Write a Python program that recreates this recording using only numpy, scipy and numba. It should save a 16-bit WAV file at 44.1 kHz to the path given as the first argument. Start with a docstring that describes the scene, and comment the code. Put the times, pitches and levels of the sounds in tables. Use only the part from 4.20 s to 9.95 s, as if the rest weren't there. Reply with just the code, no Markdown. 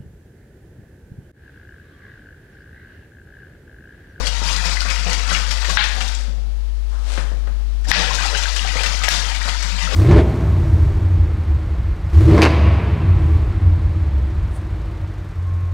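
"""A hard-walled room, one microphone near a plastic bucket, heard on the left over mains hum and hiss.
Water pours at once from a big thin plastic bottle, in surges that glug, bubble and spatter. At 1.6 s the
bottle wall buckles with a loud pop; the stream stops and the water slops back inside the bottle.
At 3.7 s a patter of drops and another pop open the second pour, and near 4.9 s the wall cracks again.
A limiter ducks after each pop."""
import sys
import numpy as np
from scipy import signal
from scipy.fft import rfft, irfft
from scipy.io import wavfile
from scipy.ndimage import minimum_filter1d
from numba import njit

SR = 44100
rng = np.random.default_rng(int(sys.argv[2]) if len(sys.argv) > 2 else 0)


def bounce(signal):
    """Save signal as a 16-bit WAV file at the path given by the first command-line argument."""
    frames = np.transpose(np.atleast_2d(signal))
    limited = np.clip(frames, -1, 1)
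    pcm = np.round(limited * 32767).astype(np.int16)
    wavfile.write(sys.argv[1], SR, pcm)


N = 253575
TIME, FREQS = np.arange(N) / SR, np.fft.rfftfreq(N, 1 / SR)


def gain_of(db):
    """Decibels to a factor."""
    return 10 ** (np.asarray(db) / 20)


def unit_rms(x):
    """Scales to rms 1."""
    return x / np.sqrt(np.mean(x ** 2) + 1e-20)


def curve(points, hz=FREQS):
    """Joins (Hz, value) points along a log-frequency axis."""
    point_hz, value = np.transpose(points)
    return np.interp(np.log(hz + 1), np.log(point_hz + 1), value)


def add(mix, s, sound):
    """Mixes a sound in at s seconds."""
    part = mix[max(round(s * SR), 0):][:len(sound)]
    part += sound[:len(part)]


def resonances(peaks):
    """Resonance humps in dB over all frequencies."""
    return sum(db / (1 + (2 * (FREQS - hz) / width) ** 2) for hz, width, db in peaks)


def colour(x, db, size=8192):
    """Causal filter with the given dB response: it rings after a click, never before."""
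    coarse_db = np.interp(np.fft.rfftfreq(size, 1 / SR), FREQS, np.maximum(db, -100))
    cepstrum = irfft(np.log(gain_of(coarse_db)))
    cepstrum[1:size // 2] *= 2
    cepstrum[size // 2 + 1:] = 0
    return signal.oaconvolve(x, irfft(np.exp(rfft(cepstrum))))[:len(x)]


def lowpass(x, hz, order=2):
    """Dulls the sound above hz."""
    return signal.lfilter(*signal.butter(order, min(hz, SR / 2 - 1), fs=SR), x)


def hump(age, rise_s, fade_s):
    """Envelope that swells smoothly to its peak at age 0, then dies away."""
    return np.exp(-np.where(age < 0, (age / rise_s) ** 2, age / fade_s))


def burst(swell_s, fade_s):
    """Half-second envelope of a splash: a quick swell and an exponential fade."""
    t = np.arange(SR // 2) / SR
    return (1 - np.exp(-t / swell_s)) * np.exp(-t / fade_s)


def bursts(grains, spectrum, rows, swell_s, fade_s):
    """Coloured grains let through in one burst for each (s, dB) row."""
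    gate = np.zeros(N)
    for s, db in rows:
        add(gate, s, gain_of(db) * burst(swell_s, fade_s))
    return gate * unit_rms(colour(grains, curve(spectrum)))


# Hum on the microphone line. Each row: multiple of the mains frequency, level in dB.
HUM_HARMONICS = [(1, -13), (2, -54), (3, -52.5), (5, -45.5), (7, -54)]
# The hiss under it. Each row: frequency in Hz, relative level in dB.
HISS_COLOUR = [(47, -33), (80, -22), (109, -61), (197, -28.5), (252, -34), (300, -31.5), (343, -42.5),
               (400, -31.5), (1950, -40), (4410, -40.5), (15500, -60.5)]

def hum_and_hiss(mains_hz=50.083, hiss_db=-43):
    """Mains hum over a faint even hiss, there from the start."""
    hum = sum(gain_of(db) * np.cos(2 * np.pi * k * mains_hz * TIME + k) for k, db in HUM_HARMONICS)
    hiss = unit_rms(colour(rng.standard_normal(N), curve(HISS_COLOUR)))
    return hum + gain_of(hiss_db) * hiss


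# The two pours. Each row: start and end in seconds, steady flow in dB, sag in dB per second.
POURS = [(-0.1, 1.872, -34, 0.26), (3.707, 5.8, -30, 2)]

def stream(linger_s, open_db_per_s=468, close_db_per_s=85):
    """The steady stream opens fast, sags as the bottle empties and thins out when it is raised."""
    strength = np.zeros(N)
    for start, end, db, sag in POURS:
        opening = open_db_per_s * np.maximum(start - TIME, 0)
        closing = close_db_per_s * np.maximum(TIME - end - linger_s, 0)
        strength += gain_of(db - sag * (TIME - start) - opening - closing)
    return strength


# Surges at the neck, about five a second. Each row: time in seconds, then gulp, bubbling and spray in dB.
SURGES = [(0.023, -34.5, -32, -28.5), (0.272, -40.5, -26.5, -22.5), (0.453, -38, -27, -27),
          (0.674, -40, -27.5, -29.5), (0.894, -34.5, -27, -26), (1.105, -36.5, -24.5, -24.5),
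          (1.277, -40.5, -36, -31), (1.473, -43, -30.5, -24.5), (1.781, -33, -48, -30),
          (3.745, -23, -26.5, -24), (3.82, -31.5, -32, -47), (3.91, -35, -34, -36), (4.018, -43, -26, -28),
          (4.125, -34, -30.5, -39), (4.342, -56, -52, -28.5), (4.451, -55, -29.5, -62),
          (4.555, -43, -27, -35), (4.638, -35, -34, -28.5), (4.904, -40, -24.5, -19),
          (5.049, -48, -28, -30.5), (5.25, -40, -26.5, -28), (5.598, -61, -29, -32),
          (5.725, -26, -27.5, -35)]

def flow(response, column, neck_full_db=-49.5):
    """Drive of one part of the pour: the steady stream plus surges, which need a filled neck."""
    lag_s, rise_s, fade_s, steady_db, surge_db, linger_s = response
    steady = stream(linger_s)
    power = (gain_of(steady_db) * steady) ** 2
    for row in SURGES:
        power += (gain_of(surge_db + row[column]) * hump(TIME - row[0] - lag_s, rise_s, fade_s)) ** 2
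    return np.sqrt(power) * np.tanh(steady / gain_of(neck_full_db))


def bubble(hz, cycles, rise):
    """A trapped air pocket rings, rising in pitch as it nears the surface."""
    age = np.arange(int(5 * cycles * SR / hz)) * hz / (SR * cycles)  # in decay times
    return np.exp(-age) * np.sin(2 * np.pi * cycles * age * (1 + rise * age / 2))


def bubbles(low_hz, high_hz, cycles, rise, spread_db, count):
    """A swarm of bubbles of all sizes, a few louder than the rest."""
    swarm = np.zeros(N)
    for when, pitch, ring, loudness in rng.random((count, 4)):
        hz = low_hz * (high_hz / low_hz) ** pitch
        strength = hz * gain_of(-spread_db * np.log(loudness + 0.08))
        add(swarm, when * N / SR, strength * bubble(hz, cycles * (.5 + ring), rise))
    return unit_rms(swarm)


def droplets(per_s, spread_db):
    """Ticks of drops landing at random."""
    size = gain_of(spread_db * np.minimum(rng.exponential(1, N), 5))
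    return unit_rms(size * rng.choice([-1, 1], N) * (rng.random(N) < per_s / SR))


def churn(per_s, depth_db):
    """The stream lands in uneven lumps."""
    lumps = rng.standard_normal(1000)
    return gain_of(depth_db * np.interp(TIME * per_s, np.arange(len(lumps)), lumps))


# The three parts of the pour, heard by the bucket. Each row: frequency in Hz, relative level in dB.
GULP_COLOUR = [(65, -16), (110, -6.5), (183, -5.5), (274, -15), (376, -19), (511, -4), (569, -6.5),
               (689, -10.5), (749, -0.5), (800, -10.5), (1040, -27.5), (1760, -120)]
BUBBLING_COLOUR = [(380, -49), (650, -4.5), (900, -6), (1150, -2), (1500, 1), (2000, -4), (2400, -0.5),
                   (3600, -4), (4700, -29), (8000, -100)]
SPRAY_COLOUR = [(1880, -13.5), (3200, -7.5), (4720, -1), (6800, -7), (10800, -22), (14600, -33.5),
                (15500, -46)]
# How each part follows the flow. Each lists: lag, rise and fade of a surge in seconds,
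# steady share and surge share in dB, lingering after the pour in seconds.
GULP_RESPONSE = (0.04, 0.08, 0.0457, -8, 4.5, 0.34)
BUBBLING_RESPONSE = (0.037, 0.078, 0.066, 6.5, 5.96, 0.0317)
SPRAY_RESPONSE = (0.049, 0.082, 0.049, 7.6, 4.3, 0.049)
# The air ringing in the bucket. Each row: frequency in Hz, width in Hz, lift in dB.
BUCKET_RESONANCES = [(198, 24, 3.5), (517, 31, 1), (685, 62, -3), (919, 64, 8.5), (1960, 133, 7),
                     (3780, 420, 3)]

def pour():
    """Big air pockets gulp, middling bubbles chatter and drops spray, all inside the ringing bucket."""
    gulp = bubbles(low_hz=130, high_hz=850, cycles=1.7, rise=.04, spread_db=1, count=5000)
    bubbling = bubbles(low_hz=600, high_hz=4000, cycles=5, rise=.035, spread_db=3, count=6500)
    spray = bubbles(low_hz=2800, high_hz=11000, cycles=8, rise=.035, spread_db=3.3, count=6000)
    bubbling += gain_of(-0.5) * droplets(per_s=2900, spread_db=4)
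    spray += gain_of(5) * droplets(per_s=4000, spread_db=-1)
    lumps = churn(per_s=55, depth_db=1.42)
    bucket_db = resonances(BUCKET_RESONANCES)
    parts = [(gulp, GULP_COLOUR, flow(GULP_RESPONSE, column=1)),
             (bubbling, BUBBLING_COLOUR, flow(BUBBLING_RESPONSE, column=2)),
             (spray, SPRAY_COLOUR, flow(SPRAY_RESPONSE, column=3))]
    return sum(drive * unit_rms(lumps * colour(grains, curve(spectrum) + bucket_db))
               for grains, spectrum, drive in parts)


# Glugs at the bottle's neck. Each row: start in seconds, level in dB.
GLUGS = [(0.0, -14.5), (0.029, -22), (0.215, -14), (0.446, -19.5), (0.651, -15), (0.861, -12.5),
         (0.882, -15.5), (1.114, -15), (1.484, -17.5), (1.764, -23), (3.801, -19), (4.127, -17),
         (4.554, -12), (4.604, -21), (5.03, -26), (5.252, -21), (5.721, -11)]
# Their hollow tone. Each row: frequency in Hz, relative level in dB.
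GLUG_COLOUR = [(90, -19), (180, 4.5), (300, -14.5), (480, 3), (750, -3.5), (1200, -3), (3000, -50)]

def glugs(level_db=2):
    """Each gulp of air back through the neck gives a hollow, quickly damped knock."""
    knocks = bursts(rng.standard_normal(N), GLUG_COLOUR, GLUGS, swell_s=0.0041, fade_s=0.0082)
    return gain_of(level_db) * knocks


# Single bubbles in the bucket. Each row: start in seconds, level in dB, pitch in Hz.
PLINKS = [(0.06, -2, 4400), (0.362, -2, 4630), (0.57, -3.5, 1940), (0.606, -2, 4700), (0.619, -9, 1370),
          (0.847, -11, 5860), (1.149, 1.5, 2760), (1.428, -11.5, 1350), (1.498, -13, 1090),
          (1.687, -7, 6740), (1.951, -8, 7150), (2.991, -33.5, 7400), (3.653, -21, 1720), (3.908, -8, 1020),
          (3.985, -6.5, 1510), (4.009, -11, 1060), (4.055, -12.5, 764), (4.149, -4.5, 1550),
          (4.256, -6, 1576), (4.368, -7, 3060), (4.394, -2, 2790), (4.448, -13.5, 760), (4.57, -3.5, 2100),
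          (4.592, -4, 2390), (4.662, -2, 2570), (4.817, -11, 1216), (5.216, -8, 1860), (5.276, -14, 1660),
          (5.674, -9.5, 1310)]

def plinks(swell_s=0.0002):
    """Single bubbles ring out above the swarm, each with one short rising note."""
    notes = np.zeros(N)
    for s, db, hz in PLINKS:
        note = bubble(hz, cycles=6, rise=0.034)
        onset = 1 - np.exp(-np.arange(len(note)) / (swell_s * SR))
        add(notes, s, gain_of(db) * onset * note)
    return notes


# Gobs hitting the water in the bucket. Each row: start in seconds, slap in dB, spatter in dB.
GOBS = [(0.066, -18, -11), (0.268, -30, -22), (0.361, -37, -14), (0.449, -24, -14.5), (0.531, -41, -16),
        (0.603, -19, -13.5), (0.701, -16, -16.5), (0.75, -41, -18.5), (0.862, -43, -46), (0.898, -27, -17),
        (0.928, -16, -17.5), (1.126, -15, -11.5), (1.148, -11, -29), (1.307, -17, -12), (1.444, -15, -19),
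        (1.493, -14, -15), (1.638, -11, -12.5), (1.804, -11.5, -16), (1.877, -31, -18), (3.641, -39, -29.5),
        (3.945, -19, -11.5), (4.055, -19, -18), (4.142, -13, -30), (4.171, -31, -12), (4.36, -14.5, -12),
        (4.564, -29, -18), (4.608, -16.5, -16.5), (4.633, -11.5, -12), (4.659, -16.5, -14),
        (4.834, -7.5, -11), (5.145, -17.5, -19), (5.251, -23, -26), (5.424, -18, -17), (5.583, -34, -22),
        (5.73, -29, -17.5)]
# The tone of the slap and of the spatter. Each row: frequency in Hz, relative level in dB.
SLAP_COLOUR = [(200, -23.5), (600, -9), (1000, -4), (1900, 2), (3000, -2), (4500, -15.5), (9000, -60)]
SPATTER_COLOUR = [(1000, -44), (3000, 3), (5000, 4), (7500, -1.5), (10500, -15.5), (15000, -28.5)]

def gobs(level_db=2):
    """Each gob gives a short wet slap and throws a crisp spatter of drops."""
    slaps = bursts(droplets(per_s=6000, spread_db=1), SLAP_COLOUR,
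                   [(s, db) for s, db, _ in GOBS], swell_s=0.0029, fade_s=0.013)
    spatter = bursts(droplets(per_s=1900, spread_db=2.5), SPATTER_COLOUR,
                     [(s, db) for s, _, db in GOBS], swell_s=0.003, fade_s=0.011)
    return gain_of(level_db) * (slaps + spatter)


# Large air pockets entering the bottle. Each row: time of the peak in seconds, level in dB, pitch in Hz.
BOOMS = [(0.121, -38, 175), (0.261, -35.5, 180), (0.369, -32, 185), (0.472, -29, 176), (0.695, -41, 182),
         (0.81, -35, 185), (0.891, -32, 181), (1.127, -29, 182), (1.222, -33, 189), (1.513, -31, 184),
         (1.605, -32.5, 202), (3.691, -37, 178), (3.795, -28, 184), (3.888, -37, 169), (4.013, -35, 188),
         (4.148, -40, 163), (4.438, -38.5, 185), (4.514, -36.5, 168), (4.707, -36, 182), (4.92, -32.5, 185),
         (5.289, -35, 194), (5.453, -36, 181), (5.541, -31, 194), (5.649, -31.5, 186)]

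def booms(level_db=2, glide_hz_per_s=120):
    """The air in the bottle bounces on the water: a soft, round low note that creeps upward."""
    notes, age = np.zeros(N), np.arange(-.1, .2, 1 / SR)
    envelope = hump(age, rise_s=0.027, fade_s=0.03)
    for s, db, hz in BOOMS:
        tone = np.sin(2 * np.pi * (hz + glide_hz_per_s * age / 2) * age)
        add(notes, s + age[0], gain_of(db + level_db) * envelope * tone)
    return notes


# The bottle buckling. Each row: start in seconds, level in dB, treble corner in Hz, crinkle in dB,
# crinkle fade in seconds, pitch of the flipping panel in Hz, wall ring in dB, crack in dB.
POPS = [(1.5716, 1.5, 4400, 3, 0.055, 1610, 0.5, -1), (3.7153, 2.5, 5640, -0.5, 0.08, 1920, 0, 0),
        (4.8831, -1, 4800, 1, 0.011, 596, -4, 5), (4.8875, 1, 15000, 0.5, 0.024, 5680, -6, 6)]
# Modes of its wall. Each row: frequency in Hz, level in dB, seconds to fall by 60 dB.
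WALL_MODES = [(714, -15, 0.015), (843, -14, 0.15), (1530, -6, 0.036), (1673, 3, 0.032), (1923, -3, 0.031),
              (2400, -1.5, 0.0095), (2430, -2.5, 0.023), (3340, -4.5, 0.0082), (3600, -1.5, 0.0082),
              (6000, 3, 0.0071)]

def pops(crinkle_swell_s=0.0053, crack_s=0.0011, low_cut_hz=750):
    """The thin wall snaps through with a crack: a panel knocks, the wall rings, the ribs crinkle."""
    snaps, t = np.zeros(N), np.arange(SR // 4) / SR
    wall = sum((-1) ** k * gain_of(db - 60 * t / t60) * np.sin(2 * np.pi * hz * t)
               for k, (hz, db, t60) in enumerate(WALL_MODES))
    panel_fade = gain_of(6) * np.exp(-t / 0.0013) + gain_of(-20) * np.exp(-t / 0.021)  # knock, faint tail
    for s, db, corner_hz, crinkle_db, crinkle_s, panel_hz, ring_db, crack_db in POPS:
        ring = gain_of(ring_db) * wall + panel_fade * np.sin(2 * np.pi * panel_hz * t)
        noise = rng.standard_normal(len(t))
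        ribs = lowpass(noise - lowpass(noise, 1500, order=1), 4900)  # too small to move much bass
        crinkle = gain_of(crinkle_db) * (1 - np.exp(-t / crinkle_swell_s)) * np.exp(-t / crinkle_s) * ribs
        crack_noise = lowpass(rng.standard_normal(len(t)), 9000, order=1)
        crack = gain_of(crack_db) * np.exp(-t / crack_s) * crack_noise
        add(snaps, s, gain_of(db) * lowpass(ring + crack + crinkle, corner_hz, order=10))
    return signal.lfilter(*signal.butter(3, low_cut_hz, "high", fs=SR), snaps)


# Thumps inside the bottle between the pours. Each row: start in seconds, level in dB,
# treble corner in Hz, hollow note in dB, its pitch in Hz.
THUMPS = [(2.079, -33.5, 460, -37, 129), (2.975, -21.5, 2280, -31, 137.5), (3.115, -33, 770, -50, 180),
          (3.272, -33.5, 1510, -54, 178)]
# The bottle's hollow body. Each row: frequency in Hz, width in Hz, lift in dB.
BOTTLE_RESONANCES = [(181, 43, 6.5), (323, 86, -4), (520, 150, 5.5), (1680, 340, 6.5)]

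def thumps(slap_db=1, slap_s=0.008, fade_s=0.049):
    """Water slops back and slaps into the bottle's end, which answers with a hollow note."""
    knocks, notes, t = np.zeros(N), np.zeros(N), np.arange(SR // 2) / SR
    blow = gain_of(slap_db) * np.exp(-t / slap_s) + np.exp(-t / fade_s)
    for s, db, corner_hz, note_db, note_hz in THUMPS:
        add(knocks, s, gain_of(db) * blow * unit_rms(lowpass(rng.standard_normal(len(t)), corner_hz)))
        note = burst(swell_s=0.006, fade_s=0.12) * np.sin(2 * np.pi * note_hz * t)
        add(notes, s, gain_of(note_db) * note)
    body_db = resonances(BOTTLE_RESONANCES) + curve([(50, -80), (120, -2), (800, -4.5)])
    return notes + colour(knocks, body_db)


# The swell of water running along the bottle, and its soft laps. Each row: time in seconds, level in dB.
SLOSH_LEVELS = [(2.68, -45), (2.745, -41), (2.825, -40), (2.9, -27.5), (2.93, -26), (2.98, -26.5),
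                (3.12, -45.5), (3.3, -60.5), (3.55, -63)]
LAPS = [(2.715, -32.5), (3.0, -35)]
# The tone of each. Each row: frequency in Hz, relative level in dB.
SLOSH_COLOUR = [(150, -29.5), (300, -4), (540, 4), (1500, 0), (4000, 0), (9000, -8), (15000, -36)]
LAP_COLOUR = [(400, -15), (900, -0.5), (1300, 2), (2000, -5), (5000, -38), (12000, -51)]

def slosh(running_db=-3):
    """The bottle tips forward again: water runs along it and laps against the wall."""
    froth = bubbles(low_hz=400, high_hz=3000, cycles=5, rise=.03, spread_db=2, count=1800)
    grains = droplets(per_s=2800, spread_db=2) + gain_of(-23) * froth
    times, db = np.transpose(SLOSH_LEVELS)
    swell = gain_of(running_db + np.interp(TIME, times, db, left=-np.inf, right=-np.inf))
    running = swell * unit_rms(colour(grains, curve(SLOSH_COLOUR)))
    return running + bursts(grains, LAP_COLOUR, LAPS, swell_s=0.021, fade_s=0.059)


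def first_drops(start_s=3.679, level_db=-18):
    """The first drops of the second pour patter brightly ahead of the stream."""
    bright = [(300, 3), (2000, -17), (5000, 4.5), (9000, -4), (12000, -16), (15000, -27)]  # Hz, dB
    ticks = droplets(per_s=4700, spread_db=3)
    return bursts(ticks, bright, [(start_s, level_db)], swell_s=0.007, fade_s=0.03)


def echo_tail(t60s, seconds):
    """Sparse echoes of random sign, each band dying at its own speed; energy 1."""
    taps = (rng.standard_normal(SR) * (rng.random(SR) < .25))[:int(seconds * SR)]
    hz, t, bands = signal.stft(taps, SR, nperseg=256)
    decay = gain_of(-60 * t / curve(t60s, hz)[:, None])
    echoes = signal.istft(bands * decay, SR, nperseg=256)[1]
    return echoes / np.linalg.norm(echoes)


def echo(x, t60s, seconds, hop):
    """The splash point wanders, so every hop samples a new echo pattern fades in at equal power."""
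    echoes, padded = np.zeros(N + hop), np.pad(x, (hop, 2 * hop))
    window = np.sin(np.pi * np.arange(2 * hop) / (2 * hop))
    for at in range(0, N + hop, hop):
        add(echoes, at / SR, signal.fftconvolve(window * padded[at:at + 2 * hop], echo_tail(t60s, seconds)))
    return echoes[hop:]


# The room around the microphone. Each row: frequency in Hz, seconds to fall by 60 dB.
ROOM_DECAY = [(150, 0.92), (600, 0.86), (2000, 0.77), (5000, 0.75), (12000, 0.65)]

def room(x, delay_s=0.006):
    """The hard walls ring on, reaching the microphone just after the direct sound."""
    reverb = np.zeros(N)
    add(reverb, delay_s, echo(x, ROOM_DECAY, seconds=0.92, hop=8192))
    return reverb


def scene():
    """At the microphone: water echoing briefly in the bucket, the bottle, and the room behind both."""
    water = pour() + gobs() + plinks() + glugs() + first_drops()
    bucket_echo = echo(water, t60s=[(300, 0.1), (8000, 0.071)], seconds=.1, hop=2048)
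    water = gain_of(-2) * water + gain_of(-8) * bucket_echo
    snaps, slop, air = pops(), slosh() + thumps(), booms()
    direct = water + snaps + air + gain_of(-0.5) * slop
    dull_snaps = lowpass(snaps, 9300, order=3)  # the room swallows the top of the cracks
    reverb = room(gain_of(-6.5) * (water + slop) + gain_of(-7) * (dull_snaps + air))
    return np.array([direct + gain_of(-1.5) * reverb + hum_and_hiss()] * 2)


@njit
def gain_reduction(over_db, attack_s, release_db_per_s, start_db):
    """Reduction in dB: it closes in on each excess and then lets go at a steady rate."""
    attack, release = 1 / (attack_s * SR), release_db_per_s / SR
    reduction, held = np.zeros(len(over_db)), start_db
    for i, over in enumerate(over_db):
        held = held + (over - held) * attack if over > held else max(held - release, 0.)
        reduction[i] = held
    return reduction


def record(dry, input_db=6, threshold_db=-6, leak_db=-52, right_hiss_db=-68.5, top_hz=15550):
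    """Microphone to the left channel: slow gain rider, fast limiter, overload, then the band limit."""
    mic = gain_of(input_db) * dry[0]
    peak = -minimum_filter1d(-abs(mic), size=45, origin=22)  # held for a millisecond
    over_db = np.maximum(20 * np.log10(peak + 1e-9) - threshold_db, 0)
    rider_db = gain_reduction(over_db, attack_s=0.13, release_db_per_s=1.32, start_db=8.0)
    still_over_db = np.maximum(over_db - rider_db, 0)
    limiter_db = gain_reduction(still_over_db, attack_s=0.0016, release_db_per_s=420, start_db=0.0)
    left = np.clip(mic * gain_of(-rider_db - limiter_db), -1, 1)
    right = gain_of(leak_db) * left + gain_of(right_hiss_db) * rng.standard_normal(N)
    band_limit = signal.firwin(511, top_hz, window=("kaiser", 9), fs=SR)
    return signal.oaconvolve(np.array([left, right]), band_limit[None], "same")


dry = scene()
out = record(dry)
bounce(out)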